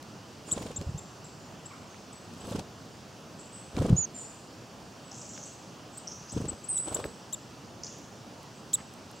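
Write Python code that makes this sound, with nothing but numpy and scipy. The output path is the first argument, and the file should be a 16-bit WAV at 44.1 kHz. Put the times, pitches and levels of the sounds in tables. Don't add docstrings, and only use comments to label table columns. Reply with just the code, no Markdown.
import sys
import numpy as np
from scipy import signal
from scipy.fft import rfft, irfft, next_fast_len
from scipy.io import wavfile
from scipy.ndimage import uniform_filter1d, map_coordinates

SR = 44100
rng = np.random.default_rng(int(sys.argv[2]) if len(sys.argv) > 2 else 0)


def dump(signal):
    limited = np.clip(np.atleast_2d(signal).T, -1, 1)
    pcm = np.round(limited * 32767).astype(np.int16)
    wavfile.write(sys.argv[1], SR, pcm)


N = 405719

# pitch_hz, relative_level_db
AIR_SPECTRUM = [(20, -35), (50, -16), (110, -0.5), (210, -1.5), (440, -8), (650, -8), (1270, -13),
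                (2160, -22.5), (2780, -18), (3900, -23), (4600, -19.5), (5840, -20.5), (7000, -24),
                (11300, -38)]
# pitch_hz, likeness (1 = the same)
AIR_LIKENESS = [(60, 0.9), (180, 0.96), (550, 0.9), (1650, 0.62), (4970, 0.97), (15000, 0.35)]
# pitch_hz, left_over_right_db
AIR_LEAN = [(60, -0.5), (950, -1), (15000, -1.5)]
AIR_DB = -47.5
TOP_HZ = 15830

# start_s, length_s, level_db (before its swell), centre_hz
SCUFFS = [(8.775, 0.043, -48.5, 1170), (2.45, 0.1, -53, 4700)]
# start_s, peak_db (before panning), ring_hz
SHORT_TICKS = [(0.027, -35.5, 5860), (.555, -41, 3300), (.628, -34.5, 3100), (0.672, -46, 3480),
               (.8135, -31, 4240), (1.944, -38, 1500), (2.591, -32, 4800), (2.5946, -28.5, 3800),
               (3.767, -27, 2960), (5.366, -36, 3000), (5.377, -33, 2760), (7.0416, -25, 1300),
               (7.046, -38, 10000), (7.0518, -39, 12000), (7.0612, -41, 12000), (7.986, -44, 9000),
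               (8.431, -39, 8000), (8.732, -28, 5200), (8.938, -41, 9000), (9.114, -38, 10000)]

# start_s, length_s, start_hz, end_hz, level_db (before wavering)
FAR_NOTES = [ (0.462, 0.062, 7270, 6770, -50), (0.473, 0.047, 8140, 8030, -54.5),
             (1.379, 0.074, 7160, 6800, -68), (1.7, 0.027, 1333, 965, -47.5),
             (1.705, 0.025, 2480, 1820, -52), (1.731, 0.023, 1540, 980, -51), (1.86, 0.06, 6660, 6220, -68),
             (3.387, 0.019, 8300, 6850, -53), (3.522, 0.043, 8330, 7480, -49),
             (4.142, 0.073, 7420, 6900, -44), (4.143, 0.095, 8500, 7740, -53),
             (5.04, 0.043, 7930, 7630, -62), (5.923, .04, 8160, 6770, -55.5),
             (6.687, 0.0416, 8330, 7970, -28.5), (6.683, 0.032, 9900, 8830, -42),
             (6.743, 0.051, 8090, 7730, -27), (8.547, 0.032, 7960, 8200, -70),
             (9.157, .014, 7800, 7550, -59)]
FAR_ECHO_DB, FAR_WETTER = 0.5, 0.3
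LOW_DRIER_DB = 2.5

# first_syllable_s, last_syllable_s, syllables, slowing_share, first_top_hz, last_top_hz,
# bottom_hz, first_level_db, last_level_db, direct_gain_db (levels before random changes)
CHATTER_RUNS = [(5.111, 5.426, 9, .24, 8700, 7540, 4940, -42, -39.5, -1.5),
                (6.071, 6.113, 2, 0, 7060, 7000, 5020, -34.5, -38, -1),
                (6.284, 6.284, 1, 0, 7070, 6800, 4650, -36.5, -36, -8),
                (7.834, 7.863, 2, 0, 7780, 7740, 4400, -35.5, -40.5, 4.5)]
SYLLABLE_S, SYLLABLE_SCATTER_S = .005, .0006
BOUNCES, BOUNCE_S, BOUNCE_DB = 6, .016, -9

# time_s, pitch_hz, level_db (both before wavering)
WHISTLE_PATH = [(3.964, 6340, -29), (3.972, 6740, -26.5), (3.982, 7020, -24), (4.022, 6880, -27.5),
                (4.035, 6500, -28), (4.048, 6580, -28.5), (4.057, 5670, -36)]

# start_s, length_s, top_hz, end_hz, level_db (before shaping),
# upper_partials_db, lower_partial_db, side_partials_fade_db, left_over_right_db
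CHIPS = [ (0.513, 0.026, 7970, 7100, -20.5, -26, -30, 17.5, 2.5),
         (0.760, 0.022, 7680, 7000, -29.5, -27, -28, 4, 2),
         (0.976, 0.024, 7600, 6700, -39.5, -18, -19, 0, 2),
         (1.241, 0.018, 7700, 7260, -46.5, -18, -18, 0, 0), (1.655, 0.017, 7800, 7200, -40, -30, -32, 0, 1),
         (2.124, 0.016, 7960, 7300, -46, -30, -28, 0, 2), (2.399, 0.022, 7930, 7400, -48.5, -30, -29, 0, 0),
         (5.453, 0.021, 8040, 7240, -46, -38, -40, 0, 2), (5.973, 0.017, 8330, 7460, -37, -19, -41, 0, 3),
         (6.318, 0.022, 8110, 7250, -40, -24, -36, 0, 4), (6.482, 0.027, 8090, 7360, -30.5, -46, -49, 0, 7),
         (6.638, 0.019, 7830, 7600, -43, -45, -45, 2, 8), (6.776, 0.018, 7930, 7900, -27, -22, -25, 22, 2),
         (6.944, 0.016, 7900, 7200, -24, -19.5, -35, 15, 0),
         (7.326, 0.023, 7760, 6950, -27, -16.5, -17.5, 0, 2),
         (8.733, 0.0255, 7990, 6700, -20.5, -15, -16.5, 6, -1)]
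# pitch_multiple, level_db, steepness (times the chip's upper_partials_db)
UPPER_PARTIALS = [(1.5, -1.5, 1.21), (2, 1, 1.7)]
# lower_partial_db, start_pitch_over_top_pitch
CHIP_RISE = [(-48.5, .91), (-27.5, 0.81), (-16, 0.79)]
CHIP_ECHO_DB = -46.5
TOP_AT = 0.416
SNAP_S, SNAP_DROP = .0003, .08
ROUGH = 0.16
RELEASE_DB = 5
THROAT_DB_PER_KHZ = 6
HIGH_FADE_DB = 22
LOWER_DB, LOWER_STEEP, LOWER_SWELL_DB = -3, 0.69, 3
PLANK_S, PLANK_DB = (0.00066, .0011), -10.5

# first_stroke_s, last_stroke_s, strokes, slowing_share, nearest_share (0-1), start_loss_db,
# end_loss_db, flap_db, push_db, hiss_db (the last three at the nearest point, before shaping)
FLIGHTS = [(.473, 0.696, 6, .011, 0.34, 11, 6.5, -34.5, -25.5, -54),
           (.805, .805, 1, 0, .5, 0.5, 0, -38, -34, -67),
           (2.32, 2.58, 8, -.05, 0.85, 17.5, 3, -35, -23, -55),
           (3.769, 3.951, 6, -0.014, 0.45, 1.5, 15.5, -29, -19, -53),
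           (6.322, 6.514, 6, .005, .2, 10, 8.5, -35.5, -20.5, -59),
           (6.866, 6.984, 4, -.2, .7, 3, 0, -32.5, -33.5, -53.5),
           (7.043, 7.043, 1, 0, 0.45, 0, 0, -34, -36, -62)]
# start_s, push_db (before shaping), pitch_hz
AIR_LUMPS = [(.524, -38, 103), (.785, -31.5, 94), (.805, -35, 133), (0.868, -26, 85.4), (.89, -27, 122),
             (0.942, -26.5, 129), (3.747, -35, 72), (3.798, -19.5, 104), (3.899, -11.5, 164),
             (3.923, -10.5, 134), (3.985, -28.5, 131), (6.339, -33, 103), (6.913, -36.5, 81),
             (7.052, -38, 101)]
# pitch_hz, relative_level_db
FLAP_SPECTRUM = [(150, -63), (300, 11.5), (500, 11), (900, -1), (1600, -10), (3000, -55)]
# pitch_hz, relative_level_db
FEATHER_SPECTRUM = [(1000, 13), (2000, -0.5), (3200, 4.5), (4200, 0.5), (8500, -2), (12000, -15.5),
                    (15800, -14)]
TUFT_HZ = (1200, 2200, 3600, 5500, 8500, 13000)
PUSH_HZ, PUSH_GROWS, HISS_GROWS = 228, 1.4, 0.62
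LUMP_FLAP_DB = -26
FOLD_S, FOLD_WIDE_S, FOLD, FOLD_HZ, FOLD_RISE_HZ_PER_S = .016, 0.0044, 0.26, 470, 35000
DRAG_S = .019


def amp(db):
    return 10 ** (np.asarray(db) / 20)


def unit(x):
    return x / np.sqrt(np.mean(x ** 2) + 1e-20)


def along(points, hz):
    f, v = np.transpose(points)
    return np.interp(np.log(hz + 1), np.log(f + 1), v)


def filtered(x, response):
    m = next_fast_len(x.shape[-1] + 8192)
    return irfft(rfft(x, m) * response(np.fft.rfftfreq(m, 1 / SR)), m)[..., :x.shape[-1]]


def add(out, s, sound, pan_db):
    sound = sound * amp([[pan_db / 2], [-pan_db / 2]])
    start = round(s * SR)
    out[:, start:start + sound.shape[1]] += sound


def pair(size, alike):
    a, b = rng.standard_normal((2, size))
    turn = np.arccos(np.clip(alike, -1, 1)) / 2
    return np.cos(turn) * a + np.sin(turn) * np.array([b, -b])


def wander(points, position):
    return map_coordinates(rng.standard_normal(points), [position])


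def beats(first, last, count, slowing):
    u = np.linspace(0, 1, round(count))
    return zip(u, first + (last - first) * (u - slowing * u * (1 - u)))


def trees(x, t60, near, alike):
    t = np.arange(SR // 2 + SR // 4) / SR
    trunks = amp(-60 * t / t60) * (1 - np.exp(-(t / .012) ** 2))
    close_by = near * amp(-60 * t / .07)
    tail = pair(len(t), alike) * (trunks + close_by)
    return signal.fftconvolve(x[None], tail / np.linalg.norm(tail[0]), axes=1)


def sing(out, s, hz, db, echo_db, pan_db, near, soft):
    phase = 2 * np.pi * np.cumsum(hz) / SR
    swell = np.abs(np.sin(np.pi * np.linspace(0, 1, len(hz)) ** 0.84))
    waver = wander(40, np.arange(len(hz)) * 300 / SR)
    tone = amp(db + 2.5 * waver) * np.sin(phase) * swell ** soft
    add(out, s, tone[None], pan_db)
    add(out, s, amp(echo_db) * trees(tone, t60=.75, near=near, alike=.55), pan_db / 2)
    return phase


def air():
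    z = signal.stft(rng.standard_normal((2, N)), nperseg=512)[2]
    patches = uniform_filter1d(rng.standard_normal(z.shape[1:]), 6, 0)
    patches = uniform_filter1d(patches, 14, 1)
    both = signal.istft(z * amp(1.0 * unit(patches)), nperseg=512)[1][:, :N]

    def spread(hz):
        turn = np.arccos(np.clip(along(AIR_LIKENESS, hz), -1, 1)) / 2
        return amp(along(AIR_SPECTRUM, hz)) * [np.cos(turn), np.sin(turn)]

    def lean(hz):
        return amp(along(AIR_LEAN, hz) / 2 * np.array([[1], [-1]]))

    mid, side = filtered(both, spread)
    return amp(AIR_DB) * unit(filtered(np.array([mid + side, mid - side]), lean))


def scuffs():
    out = np.zeros((2, N + SR))
    for s, length, db, centre_hz in SCUFFS:
        u = np.linspace(0, 1, round(length * SR))
        grains = pair(len(u), .85) * amp(5 * wander(120, u * length * 600))

        def resonance(f):
            damping = 1.4j * f * centre_hz
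            return (damping / (centre_hz ** 2 - f * f + damping)) ** 2

        swell = np.abs(np.sin(np.pi * u)) ** 0.52
        add(out, s, amp(db) * unit(filtered(grains, resonance)) * swell, -1)
    return out[:, :N]


def ticks():
    out = np.zeros((2, N + SR))
    t = np.arange(SR // 40) / SR
    for s, db, ring_hz in SHORT_TICKS:
        def resonance(f):
            damping = 1.7j * f * ring_hz
            ring = (damping / (ring_hz ** 2 - f * f + damping)) ** 2
            return ring / (1 + .45j * f / ring_hz) ** 2

        spray = pair(len(t), 0.69) * amp(-60 * t / 0.011)
        spray[:, 0] = 3.2
        snap = filtered(spray, resonance)
        add(out, s, amp(db) * snap / np.abs(snap).max(), rng.normal(-1.2, 1.8))
    return out[:, :N]


def far_notes():
    out = np.zeros((2, N + SR))
    for s, length, start_hz, end_hz, db in FAR_NOTES:
        echo_db = FAR_ECHO_DB - FAR_WETTER * (db + 30) + LOW_DRIER_DB * np.log2(start_hz / 8000)
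        hz = np.linspace(start_hz, end_hz, round(length * SR))
        sing(out, s, hz, db, echo_db, pan_db=-1.0, near=1.0, soft=0.6)
    return out[:, :N]


def chatter():
    out = np.zeros((2, N + SR))
    u = np.linspace(0, 1, round(SYLLABLE_S * SR))
    for (first, last, count, slowing, first_hz, last_hz, end_hz,
         first_db, last_db, direct_db) in CHATTER_RUNS:
        for along_run, s in beats(first, last, count, slowing):
            start_hz = first_hz + (last_hz - first_hz) * along_run
            db = first_db + (last_db - first_db) * along_run
            hz = (start_hz + (end_hz - start_hz) * u) * rng.normal(1, .03)
            tone = amp(db + rng.normal(0, .8)) * np.sin(2 * np.pi * np.cumsum(hz) / SR)
            tone = tone * amp(2.6 * wander(12, u * SYLLABLE_S * 1200))
            forward = tone * np.abs(np.sin(np.pi * u ** 1.8)) ** .8
            s += rng.normal(0, SYLLABLE_SCATTER_S)
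            add(out, s, amp(direct_db) * forward[None], -.6)
            for late in rng.random(BOUNCES):
                bounce = amp(late * BOUNCE_DB + rng.normal(-2.4, 1.8)) * forward[None]
                add(out, s + 0.0015 + BOUNCE_S * late, bounce, rng.normal(0, 2.3))
            upward = tone * np.sin(np.pi * u ** .7)
            add(out, s, amp(5) * trees(upward, t60=0.79, near=0.43, alike=0.95), -.6)
    return out[:, :N]


def whistle():
    out = np.zeros((2, N + SR))
    s, *cols = np.transpose(WHISTLE_PATH)
    t = np.arange(s[0], s[-1], 1 / SR)
    hz, db = [np.interp(t, s, c) for c in cols]
    waver, drift = [wander(40, (t - s[0]) * 170) for _ in range(2)]
    edges = np.clip(np.minimum(t - s[0], s[-1] - t) / 0.0024, 0, 1)
    tone = amp(db + 2.2 * waver) * edges * np.sin(2 * np.pi * np.cumsum(hz + 45 * drift) / SR)
    add(out, s[0], tone[None], pan_db=-5)
    add(out, s[0], amp(-37) * trees(tone, t60=.6, near=3, alike=.6), 0)
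    return out[:, :N]


def chips():
    out = np.zeros((2, N + SR))
    for s, length, top_hz, end_hz, db, upper_db, lower_db, fade_db, pan_db in CHIPS:
        start_hz = top_hz * np.interp(lower_db, *np.transpose(CHIP_RISE))
        u = np.linspace(0, 1, round(length * SR))
        before = np.clip(1 - u / TOP_AT, 0, 1)
        after = np.clip((u - TOP_AT) / (1 - TOP_AT), 0, 1)
        climb = (start_hz - top_hz) * np.sin(1.2 * before) ** 2 / np.sin(1.2) ** 2
        hz = top_hz + climb + (end_hz - top_hz) * after ** 1.7
        hz = hz * (1 - SNAP_DROP * np.exp(-u * length / SNAP_S))
        hz = hz + ROUGH * SR / (2 * np.pi) * np.gradient(wander(80, u * length * 1800))
        below_top_khz = uniform_filter1d(np.clip(top_hz - hz, 0, 1500), size=64) / 1000
        bloom_db = db - RELEASE_DB * after ** 2 - THROAT_DB_PER_KHZ * below_top_khz
        phase = sing(out, s, hz, bloom_db, CHIP_ECHO_DB - db, pan_db, near=0.5, soft=0.25)
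        flicker = wander(40, u * length * 350)
        fade, late = fade_db * (u - .5), HIGH_FADE_DB * (u - .5)
        stack = amp(LOWER_DB + LOWER_STEEP * lower_db + LOWER_SWELL_DB * (u - 1.0)) * np.sin(phase / 2)
        for k, level, steepness in UPPER_PARTIALS:
            partial_db = steepness * upper_db + level - late * (k - 1.5) - RELEASE_DB * after ** 3
            stack = stack + amp(partial_db) * np.sin(k * phase)
        swell = np.abs(np.sin(np.pi * u)) ** 0.1
        add(out, s, (amp(db - fade + 2.2 * flicker) * stack * swell)[None], pan_db)
    bounce = [np.roll(x, round(late * SR)) for x, late in zip(out, PLANK_S)]
    out += amp(PLANK_DB) * np.array(bounce)
    return out[:, :N]


def strokes():
    rows = [(s, db, hz, db + LUMP_FLAP_DB, -np.inf) for s, db, hz in AIR_LUMPS]
    for first, last, count, slowing, near, come_db, go_db, flap_db, push_db, hiss_db in FLIGHTS:
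        for u, s in beats(first, last, count, slowing):
            far_db = np.interp(u, [0, near, 1], [-come_db, 0, -go_db])
            push_hz = PUSH_HZ * amp(rng.normal(0, 1))
            rows.append((s, push_db + PUSH_GROWS * far_db, push_hz,
                         flap_db + far_db, hiss_db + HISS_GROWS * far_db))
    return rows


def feather_hiss(size):
    t = np.arange(size) / SR
    total = 0
    for hz in TUFT_HZ:
        tuft = pair(size, .65) * amp(5 * wander(40, t * 220))

        def band(f):
            return amp(along(FEATHER_SPECTRUM, f)) * np.exp(-np.log2(f / hz + .01) ** 2 / .35)

        total = total + filtered(tuft, band)
    return unit(total)


def wings():
    out = np.zeros((2, N + SR))
    t = np.arange(SR // 8) / SR - .045

    def hump(mid, wide):
        return np.exp(-((t - mid) / wide) ** 2)

    def wake_band(f):
        return (f / 70) ** 2 / (1 + (f / 70) ** 2) / (1 + (f / 170) ** 4)

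    for s, push_db, push_hz, flap_db, hiss_db in strokes():
        push_turns = push_hz * (t - .007) + rng.normal(0.48, 0.065)
        push = np.cos(2 * np.pi * push_turns) * hump(0.0068, 0.62 / push_hz)
        if hiss_db > -np.inf:
            fold_size = FOLD * amp(rng.normal(0, 2.2))
            since_fold = t - FOLD_S
            fold_hz = FOLD_HZ * rng.normal(1, 0.16) + FOLD_RISE_HZ_PER_S * since_fold / 2
            slap = np.sin(2 * np.pi * (fold_hz * since_fold + rng.random()))
            push = push + fold_size * hump(FOLD_S, FOLD_WIDE_S) * slap
        wake = unit(filtered(pair(len(t), 0.97), wake_band))
        flap = unit(filtered(pair(len(t), 0.98), lambda f: amp(along(FLAP_SPECTRUM, f))))
        hiss = feather_hiss(len(t))
        flap_shape = 0.53 * hump(0.0091, 0.0042) + 0.85 * hump(FOLD_S, 0.0043) + 0.2 * hump(0.016, 0.064)
        hiss_shape = hump(DRAG_S, 0.0067) + 0.66 * hump(0.0059, 0.035)
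        stroke = amp(push_db) * (push + 0.23 * wake * hump(0.022, 0.015))
        stroke = stroke + amp(flap_db - 1.5) * flap * flap_shape
        stroke = stroke + amp(hiss_db + 7.0) * hiss * hiss_shape
        add(out, s + t[0], stroke, rng.normal(-.4, 1.0))
    return out[:, :N]


def scene():
    return air() + scuffs() + ticks() + far_notes() + chatter() + whistle() + chips() + wings()


def record(dry):
    return filtered(dry, lambda hz: hz < TOP_HZ)


dry = scene()
out = record(dry)
dump(out)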